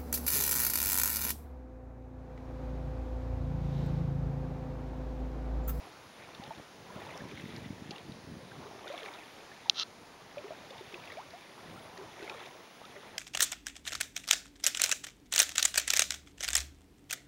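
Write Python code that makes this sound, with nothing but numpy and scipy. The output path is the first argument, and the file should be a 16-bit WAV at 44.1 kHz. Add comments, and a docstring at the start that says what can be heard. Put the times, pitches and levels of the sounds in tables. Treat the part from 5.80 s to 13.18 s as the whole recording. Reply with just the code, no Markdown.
"""Small waves lap among dry reeds at a lake shore: water gurgles and plops, droplets tick, foam fizzes.
A reed stalk snaps and tears; wet slaps tick and light gusts buffet the microphone over a far hush.
Water is made of decaying bubble tones and bursting-film clicks, the reed of clicks ringing a damped stalk,
wind of lumpy low noise, the hush of flickering noise bands; thin whistles and a whine lie near silence."""
import sys
import numpy as np
from scipy import signal
from scipy.io import wavfile
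from scipy.ndimage import uniform_filter1d

SR = 44100
rng = np.random.default_rng(int(sys.argv[2]) if len(sys.argv) > 2 else 0)


def voltage_ratio(level):
    """Linear amplitude factor for a level in decibels (scalar or array-like)."""
    return 10 ** (np.asarray(level, float) / 20)


def master_out(mix):
    """Clip the mix to full scale and print it as 16-bit PCM to the path in sys.argv[1]."""
    frames = np.transpose(np.atleast_2d(mix))
    ceiling = np.clip(frames, -1, 1)
    pcm = np.round(ceiling * 32767).astype(np.int16)
    wavfile.write(sys.argv[1], SR, pcm)


N = 325458

# colour of the foam, as resonances: (frequency [Hz], width [Hz], level [dB])
FOAM_RESONANCES = [(1725, 430, 5), (2300, 1090, 2.5), (3550, 416, 3.5), (6270, 5300, -6.5)]


def rms_one(x):
    """Scale to rms 1."""
    return x / np.sqrt(np.mean(x ** 2) + 1e-20)


def in_time(rows):
    """Interpolate the columns of a (time, values...) table at every sample."""
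    s, *columns = np.transpose(rows)
    return [np.interp(np.arange(N) / SR, s, c) for c in columns]


def drift(rate):
    """Slow random curve of rms 1, about rate changes a second, smoothed at a 40th of the sample rate."""
    r = np.exp(-80 * np.pi * rate / SR)
    slow = signal.lfilter([1], [1, -2 * r, r * r], rng.standard_normal(N // 40 + 2002))
    slow = slow[2000:]   # skip the filter's start
    return np.interp(np.arange(N) / 40, np.arange(len(slow)), rms_one(slow))


def band(x, low_hz, high_hz, order=2):
    """Butterworth band-pass."""
    return signal.sosfilt(signal.butter(order, [low_hz, high_hz], "band", fs=SR, output="sos"), x)


def resonances(x, peaks):
    """Parallel two-pole resonances with alternating signs; a wider one dies sooner."""
    out = 0
    for k, (hz, width_hz, level_db) in enumerate(peaks):
        r = np.exp(-np.pi * width_hz / SR)
        ring = signal.lfilter([1, 0, -1], [1, -2 * r * np.cos(2 * np.pi * hz / SR), r * r], x + 1e-18)
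        out = out + (-1) ** k * voltage_ratio(level_db) * (1 - r * r) / 2 * ring
    return out


def grains(per_s, spread_db):
    """Random clicks of either sign, a few much stronger than the rest."""
    sizes = voltage_ratio(spread_db * np.minimum(rng.exponential(1, N), 4)) * rng.choice([-1, 1], N)
    return sizes * (rng.random(N) < per_s / SR)


def clicks_at(rows):
    """A single sample at each row's time, as high as the row's level."""
    out = np.zeros(N)
    times, levels = np.array(rows)[:, 0], np.array(rows)[:, 1]
    out[(times * SR).astype(int)] = voltage_ratio(levels)
    return out


def hush():
    """Far water, air and microphone hiss: third-octave bands of noise that flicker slightly."""
    # relative noise density: (frequency [Hz], level [dB per Hz])
    spectrum = [(20, -6.5), (60, -11.5), (240, 1.5), (820, 2), (1430, -3), (3500, -8), (6400, -10.5),
                (9000, -16), (10500, -22), (13000, -23), (15500, -49)]
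    edges = 20 * 2 ** (np.arange(30) / 3)
    hz, level_db = np.transpose(spectrum)
    white = rng.standard_normal((2, N))   # neighbouring bands use different noise
    out = 0
    for k, (low, high) in enumerate(zip(edges, edges[1:])):
        gain_db = np.interp(np.log(low * high) / 2, np.log(hz), level_db)
        flicker_db = 1.0 * drift(1.6)
        out = out + voltage_ratio(gain_db + flicker_db) * band(white[k % 2], low, high)
    return voltage_ratio(-55) * rms_one(out)


def electronic_whine():
    """A very high, thin sine from the electronics."""
    # lines: (frequency [Hz], rms level [dB])
    lines = [(15628, -71.5)]
    t = np.arange(N) / SR
    tones = sum(np.sqrt(2) * voltage_ratio(level_db) * np.sin(2 * np.pi * hz * t) for hz, level_db in lines)
    return tones * voltage_ratio(3.3 * drift(2.6))


def whistles():
    """Faint far-off whistles, perhaps birds: gliding sines with an uneven, warbling voice."""
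    # one curve a whistle: (time [s], frequency [Hz], rms level [dB]), both before warbling
    glides = [
        [(.055, 11400, -75), (.115, 10000, -75)],
        [(.2, 10300, -84), (.25, 11400, -77), (.34, 10650, -76), (.42, 10900, -79)],
        [(1.1, 10500, -78), (1.125, 11000, -76), (1.15, 10200, -78)],
        [(5.75, 10100, -76), (5.775, 10450, -77), (5.79, 11000, -76)],
        [(5.93, 8400, -76), (5.98, 8650, -71), (6.01, 8300, -76)],
        [(6.012, 11500, -80), (6.04, 10550, -67), (6.085, 10100, -76), (6.17, 9950, -81)],
    ]
    t = np.arange(N) / SR
    out = np.zeros(N)
    for rows in glides:
        hz, level_db = in_time(rows)
        hz = hz + 60 * drift(60)
        level_db = level_db + 3.0 * drift(40)
        sounding = 1. * (t > rows[0][0]) * (t < rows[-1][0])
        inside = uniform_filter1d(sounding, size=441)   # 10 ms fades
        out = out + inside * np.sqrt(2) * voltage_ratio(level_db) * np.sin(2 * np.pi * np.cumsum(hz) / SR)
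    return out


def wind():
    """Eddies push the diaphragm: lumpy low noise, and single lumps of about one swing."""
    # wind on the microphone port: (time [s], level [dB])
    gusts = [(0.0, -59), (0.45, -66), (0.7, -56), (0.72, -70), (0.8, -47), (0.86, -74), (1.01, -57),
             (1.76, -47.5), (2.11, -54.5), (2.18, -62), (2.3, -46.5), (2.44, -57.5), (2.5, -50),
             (2.75, -56.5), (2.79, -51), (3.12, -68.5), (5.21, -61), (5.73, -68.5), (5.87, -53.5),
             (6.03, -57.5), (6.85, -70), (7.37, -63)]
    # single strong eddies before the band-pass: (time of the crest [s], level [dB])
    thumps = [(0.5993, -36.5), (.6795, -43), (.8081, -54), (1.1635, -36), (1.4217, -35.5), (1.4545, -35.5),
              (1.6407, -32.5), (1.6595, -37), (1.6935, -40), (1.7543, -44), (1.7818, -35.5), (1.9064, -29),
              (2.0234, -34), (2.0609, -37), (2.0943, -33.5), (2.2963, -35), (2.3635, -46), (2.392, -45),
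              (2.4747, -42), (2.5211, -39), (2.5766, -40), (2.675, -44), (2.8031, -40), (2.835, -45),
              (5.861, -39)]
    flutter_db, thump_hz, thump_s = 1.2, 200, 0.0024
    eddies = band(grains(400, 2.1), 75, 250, order=1) * voltage_ratio(flutter_db * drift(10.3))
    eddies = band(eddies, 62, 493, order=3)
    t = np.arange(-600, 601) / SR
    swing = np.cos(2 * np.pi * thump_hz * t) * np.exp(-(t / thump_s) ** 2)
    pulls = signal.fftconvolve(-clicks_at(thumps), swing, "same")   # each eddy sucks at the port
    pulls = band(pulls, 68, 900, order=1)
    return voltage_ratio(in_time(gusts)[0]) * rms_one(eddies) + pulls


def churning():
    """Gurgle and fizz gains: each wavelet swells, churns and ebbs; their powers add."""
    # wavelets reaching the reeds:
    # (time the crest arrives [s], churning [s], gurgle level [dB], fizz level [dB])
    wavelets = [(0.0, 0.063, -57, -61.5), (.42, 0.35, -57, -59.5), (1.17, 0.22, -52, -56),
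                (1.5, 0.31, -59.5, -56), (2.12, 0.055, -56.5, -58), (2.78, 0.31, -54.5, -63.5),
                (3.12, .18, -49.5, -52.5), (3.6, 0.3, -61.5, -60.5), (4.36, 0.1, -62, -66),
                (4.62, 0.22, -55, -61), (4.95, 0.17, -55, -57), (5.27, 0.074, -54.5, -57),
                (5.58, 0.031, -69, -58.5), (5.84, 0.16, -53, -60), (6.2, 0.027, -55.5, -61.5),
                (6.43, 0.12, -51.5, -52.5), (6.62, 0.058, -56, -58), (7.03, 0.055, -64, -62.5),
                (7.17, .2, -58, -60.5)]
    swell_db_per_s, ebb_db_per_s = 81, 54.5   # build before the crest, decay after the churning
    t, power = np.arange(N) / SR, 0
    for s, churn_s, gurgle_db, fizz_db in wavelets:
        swell_db = swell_db_per_s * np.maximum(s - t, 0)
        ebb_db = ebb_db_per_s * np.maximum(t - s - churn_s, 0)
        gains = voltage_ratio(np.array([[gurgle_db], [fizz_db]])) * voltage_ratio(-(swell_db + ebb_db))
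        power = power + gains ** 2
    return np.sqrt(power)


def ticks():
    """Wet ticks: water slaps in bursts of noise decaying in 1.5 ms, clear ones and a faint random bed."""
    # clear ticks before filtering: (time [s], level [dB], pitch [Hz])
    clear_ticks = [(1.376, -40, 5030), (1.7638, -44, 4520), (2.1818, -41, 3000), (5.5061, -45, 3500),
                   (6.1769, -43.5, 4100)]
    fade = np.exp(-1 / (0.0015 * SR))
    noise = rng.standard_normal(N)
    fizz_gain = churning()[1]
    faint = voltage_ratio(-28) * fizz_gain * rms_one(grains(52, 2.6))   # 52 a second, following the foam
    faint_bursts = signal.lfilter([1], [1, -fade], np.abs(faint) + 1e-18) * noise
    out = voltage_ratio(6.5) * resonances(faint_bursts, FOAM_RESONANCES)
    for row in clear_ticks:
        pitch_hz = row[2]
        burst = signal.lfilter([1], [1, -fade], clicks_at([row]) + 1e-18) * noise
        out = out + voltage_ratio(9.5) * band(burst, 0.8 * pitch_hz, 1.44 * pitch_hz)
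    return out


def reed():
    """Each breaking fibre clicks into the heavily damped stalk; close surfaces return it."""
    # strongest fibres breaking, as drive into the stalk: (time [s], level [dB])
    snaps = [(3.8977, -1.5), (3.9465, -40), (3.959, -35), (3.97, -31), (3.9749, -27.5), (3.9886, -34),
             (3.9914, -29), (3.9978, -14), (4.0037, -27), (4.0086, -23), (4.0117, -23), (4.0181, -21),
             (4.028, -34), (4.0329, -31)]
    # resonances of the stalk: (frequency [Hz], width [Hz], level [dB])
    stalk = [(1280, 260, -15), (2740, 660, -1.5), (3770, 780, 6.5), (6120, 1060, -5)]
    # the bending stalk's low creak: (frequency [Hz], width [Hz], level [dB])
    creak = [(1240, 290, -1.5)]
    # echoes off water and reeds nearby: (delay [s], level [dB])
    echoes = [(.0015, -16), (.0022, -13)]
    # fine crackle builds, holds and stops dead: times [s], drive levels [dB]
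    tear_db = np.interp(np.arange(N) / SR, [3.943, 3.99, 4.034], [-48.5, -31.5, -31.5],
                        left=-120, right=-120)
    crackle = voltage_ratio(tear_db) * rms_one(grains(2500, 2.5))
    breaks = clicks_at(snaps)
    lead = int(0.00043 * SR)   # drive the stalk early, as its ring peaks this long after the click
    drive = voltage_ratio(14.0) * np.roll(breaks, -lead) + crackle
    direct = band(resonances(drive, stalk), 830, 8000, order=3)
    direct = direct + resonances(crackle, creak)
    direct = direct + voltage_ratio(-17.5) * band(breaks, 6900, 11400)   # the bare edge of the break
    returned = sum(voltage_ratio(level_db) * np.roll(direct, int(delay * SR)) for delay, level_db in echoes)
    return direct + returned


def add_bubble(out, s, peak_db, hz, ring_s, rise, attack_s):
    """One bubble: a sine that starts fast and dies along a bell curve while its pitch slides."""
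    t = np.arange(int(3 * ring_s * SR)) / SR
    shape = (1 - np.exp(-t / attack_s)) * np.exp(-(t / ring_s) ** 2)
    pitch_hz = hz * 2 ** (rise * t)
    tone = np.sin(2 * np.pi * np.cumsum(pitch_hz) / SR) * shape / shape.max()
    at = int(s * SR)
    out[at:at + len(t)] += voltage_ratio(peak_db) * tone[:N - at]


def plops_and_drops():
    """Trapped air and droplets that stand out ring as bubbles; a droplet also splashes in a puff of noise."""
    # air pockets before wobble: (time [s], level [dB], pitch [Hz], ring [s], pitch rise [octaves per s])
    plops = [(.619, -46.5, 766, 0.03, 5), (.706, -36.5, 883, 0.013, 1.5), (.706, -42.5, 637, 0.02, 5.5),
             (.7973, -40, 638, 0.0016, 1.5), (1.101, -48.5, 980, 0.014, 1),
             (1.2193, -32.5, 726, 0.0016, 1.5), (1.266, -48, 900, .014, 10), (1.519, -43, 404, 0.014, 2),
             (2.11, -35.5, 354, 0.0063, 4.0), (2.115, -47, 803, 0.024, 2), (2.603, -48.5, 530, 0.017, -1),
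             (2.852, -47.5, 387, 0.034, 7), (2.949, -47.5, 381, 0.018, 1), (3.1005, -36, 532, 0.019, 10),
             (3.139, -39.5, 673, 0.015, 7), (3.229, -44.5, 453, 0.021, -1.5), (3.858, -44, 923, 0.011, 0),
             (3.883, -46.5, 786, 0.018, 2), (4.571, -36, 559, 0.023, 4.5), (4.643, -40.5, 381, 0.027, 7),
             (4.706, -34, 620, 0.0071, 8), (4.719, -38, 648, 0.011, 5), (4.906, -44.5, 520, 0.016, 6),
             (5.009, -42.5, 379, 0.014, -3), (5.137, -44, 359, 0.027, -1), (5.371, -39.5, 564, 0.041, 23.5),
             (5.535, -44, 656, 0.03, 8), (6.185, -44, 383, 0.042, 1.5), (6.212, -41, 395, 0.027, 2),
             (6.4, -45, 378, 0.013, 1), (6.425, -37, 380, 0.0097, -2), (6.44, -42, 393, 0.0097, 4),
             (6.505, -39.5, 750, 0.0035, 3), (7.0163, -35, 698, 0.0011, -3), (7.04, -48, 1210, 0.015, 9),
             (7.155, -48, 579, 0.023, 2), (7.165, -49.5, 390, 0.025, 3)]
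    # droplets before wobble: (time [s], level [dB], pitch [Hz])
    drops = [(0.5478, -44, 3490), (0.637, -45, 3550), (1.29, -50, 2500), (1.303, -47.5, 2300),
             (1.405, -43, 1650), (1.513, -45, 2300), (1.704, -49, 3250), (1.574, -43.5, 2050),
             (2.108, -35, 3680), (2.1604, -44, 2690), (2.32, -49.5, 3720), (2.717, -47, 1500),
             (3.071, -43, 1380), (3.0778, -41.5, 3540), (3.126, -50, 3630), (3.138, -50, 2100),
             (3.177, -39, 3400), (3.231, -42, 3090), (3.2592, -40.5, 2280), (3.2838, -42.5, 2130),
             (3.252, -48, 3670), (3.3376, -46, 3600), (3.387, -44.5, 2460), (3.716, -47, 1690),
             (4.581, -41, 2370), (4.9055, -44, 3500), (5.142, -39, 2480), (4.9801, -46.5, 3550),
             (5.1934, -52, 2550), (5.2372, -45, 2250), (5.2743, -45.5, 2580), (5.3008, -42, 1780),
             (5.3195, -41.5, 2110), (5.3701, -45.5, 2300), (6.173, -47.5, 1800), (6.42, -46, 1420),
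             (6.432, -48, 3570), (6.4657, -48, 2100), (6.477, -43, 2100), (6.4955, -39.5, 3600),
             (6.4966, -35.5, 2370), (6.6377, -51, 2600), (6.6608, -43, 3460), (7.0524, -47, 3540),
             (7.163, -46.5, 1840)]
    fade = np.exp(-1 / (0.0039 * SR))
    puff = fade ** np.arange(900)
    out, noise, splashes = np.zeros(N), rng.standard_normal(N), np.zeros(N)
    for s, peak_db, hz, ring_s, rise in plops:
        add_bubble(out, s, peak_db, hz, ring_s, rise, attack_s=.0007)
    for s, peak_db, hz in drops:
        add_bubble(out, s, peak_db, hz, ring_s=10.7 / hz, rise=18.0, attack_s=.0009)
        at = slice(int(s * SR), int(s * SR) + len(puff))
        # coloured by the drop's pitch
        splashes[at] += voltage_ratio(peak_db) * band(puff * noise[at], 0.69 * hz, 1.41 * hz)
    wobble = voltage_ratio(0.71 * drift(84))   # the moving surface makes each note uneven
    return out * wobble + voltage_ratio(5.5) * splashes


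def bubble_swarm(per_s, low_hz, high_hz, cycles, spread_db):
    """Bubbles born at random, dealt to 16 pitches over a range; smaller, higher ones die sooner."""
    clumping = voltage_ratio(2.5 * drift(7))
    born = grains(per_s * clumping, spread_db)
    dealt = rng.integers(0, 16, N)
    out = 0
    for k, hz in enumerate(np.geomspace(low_hz, high_hz, num=16)):
        out = out + resonances(born * (dealt == k), [(hz, hz / cycles, 0)]) * cycles
    return rms_one(out)


def lapping():
    """Gurgle of larger bubbles and fizz of small ones, swelling with each wavelet."""
    # pockets between the stalks: (frequency [Hz], width [Hz], level [dB])
    hollows = [(342, 300, -1.3), (627, 346, 2.5), (900, 363, 1), (1415, 340, -7.5)]
    gurgle_gain, fizz_gain = churning()
    large_bubbles = bubble_swarm(650, 297.8, 1530, cycles=14.8, spread_db=2.5)
    gurgle = rms_one(resonances(large_bubbles, hollows))
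    pings = bubble_swarm(1200, 1300, 4180, cycles=15.3, spread_db=3.5)
    spray = rms_one(grains(4000 * voltage_ratio(4.0 * drift(34)), 1.0))   # films bursting in quick clusters
    foam = resonances(spray + 1.1 * pings, FOAM_RESONANCES)
    foam = rms_one(band(foam, 820, 11300))
    return gurgle_gain * gurgle + fizz_gain * foam


def scene():
    """All sources at one microphone, in the open."""
    background = hush() + electronic_whine() + whistles() + wind()
    shore = ticks() + reed() + plops_and_drops() + lapping()
    return (background + shore)[None]


def band_limit(x):
    """A steep low-pass at the top of the band."""
    return signal.sosfilt(signal.butter(12, 16240, fs=SR, output="sos"), x)


def record(dry):
    """The microphone port cancels a narrow band of treble, and a steep low-pass cuts the top."""
    notch_hz, notch_width_hz = 7944, 2090
    b, a = signal.iirnotch(notch_hz, notch_hz / notch_width_hz, fs=SR)
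    mic = 1.021 * signal.lfilter(b, a, dry) + 0.055 * dry   # the dry part keeps the notch shallow
    mic = signal.sosfilt(signal.cheby2(16, 50, 15900, fs=SR, output="sos"), mic)
    return band_limit(mic)


dry = scene()
out = record(dry)
master_out(out)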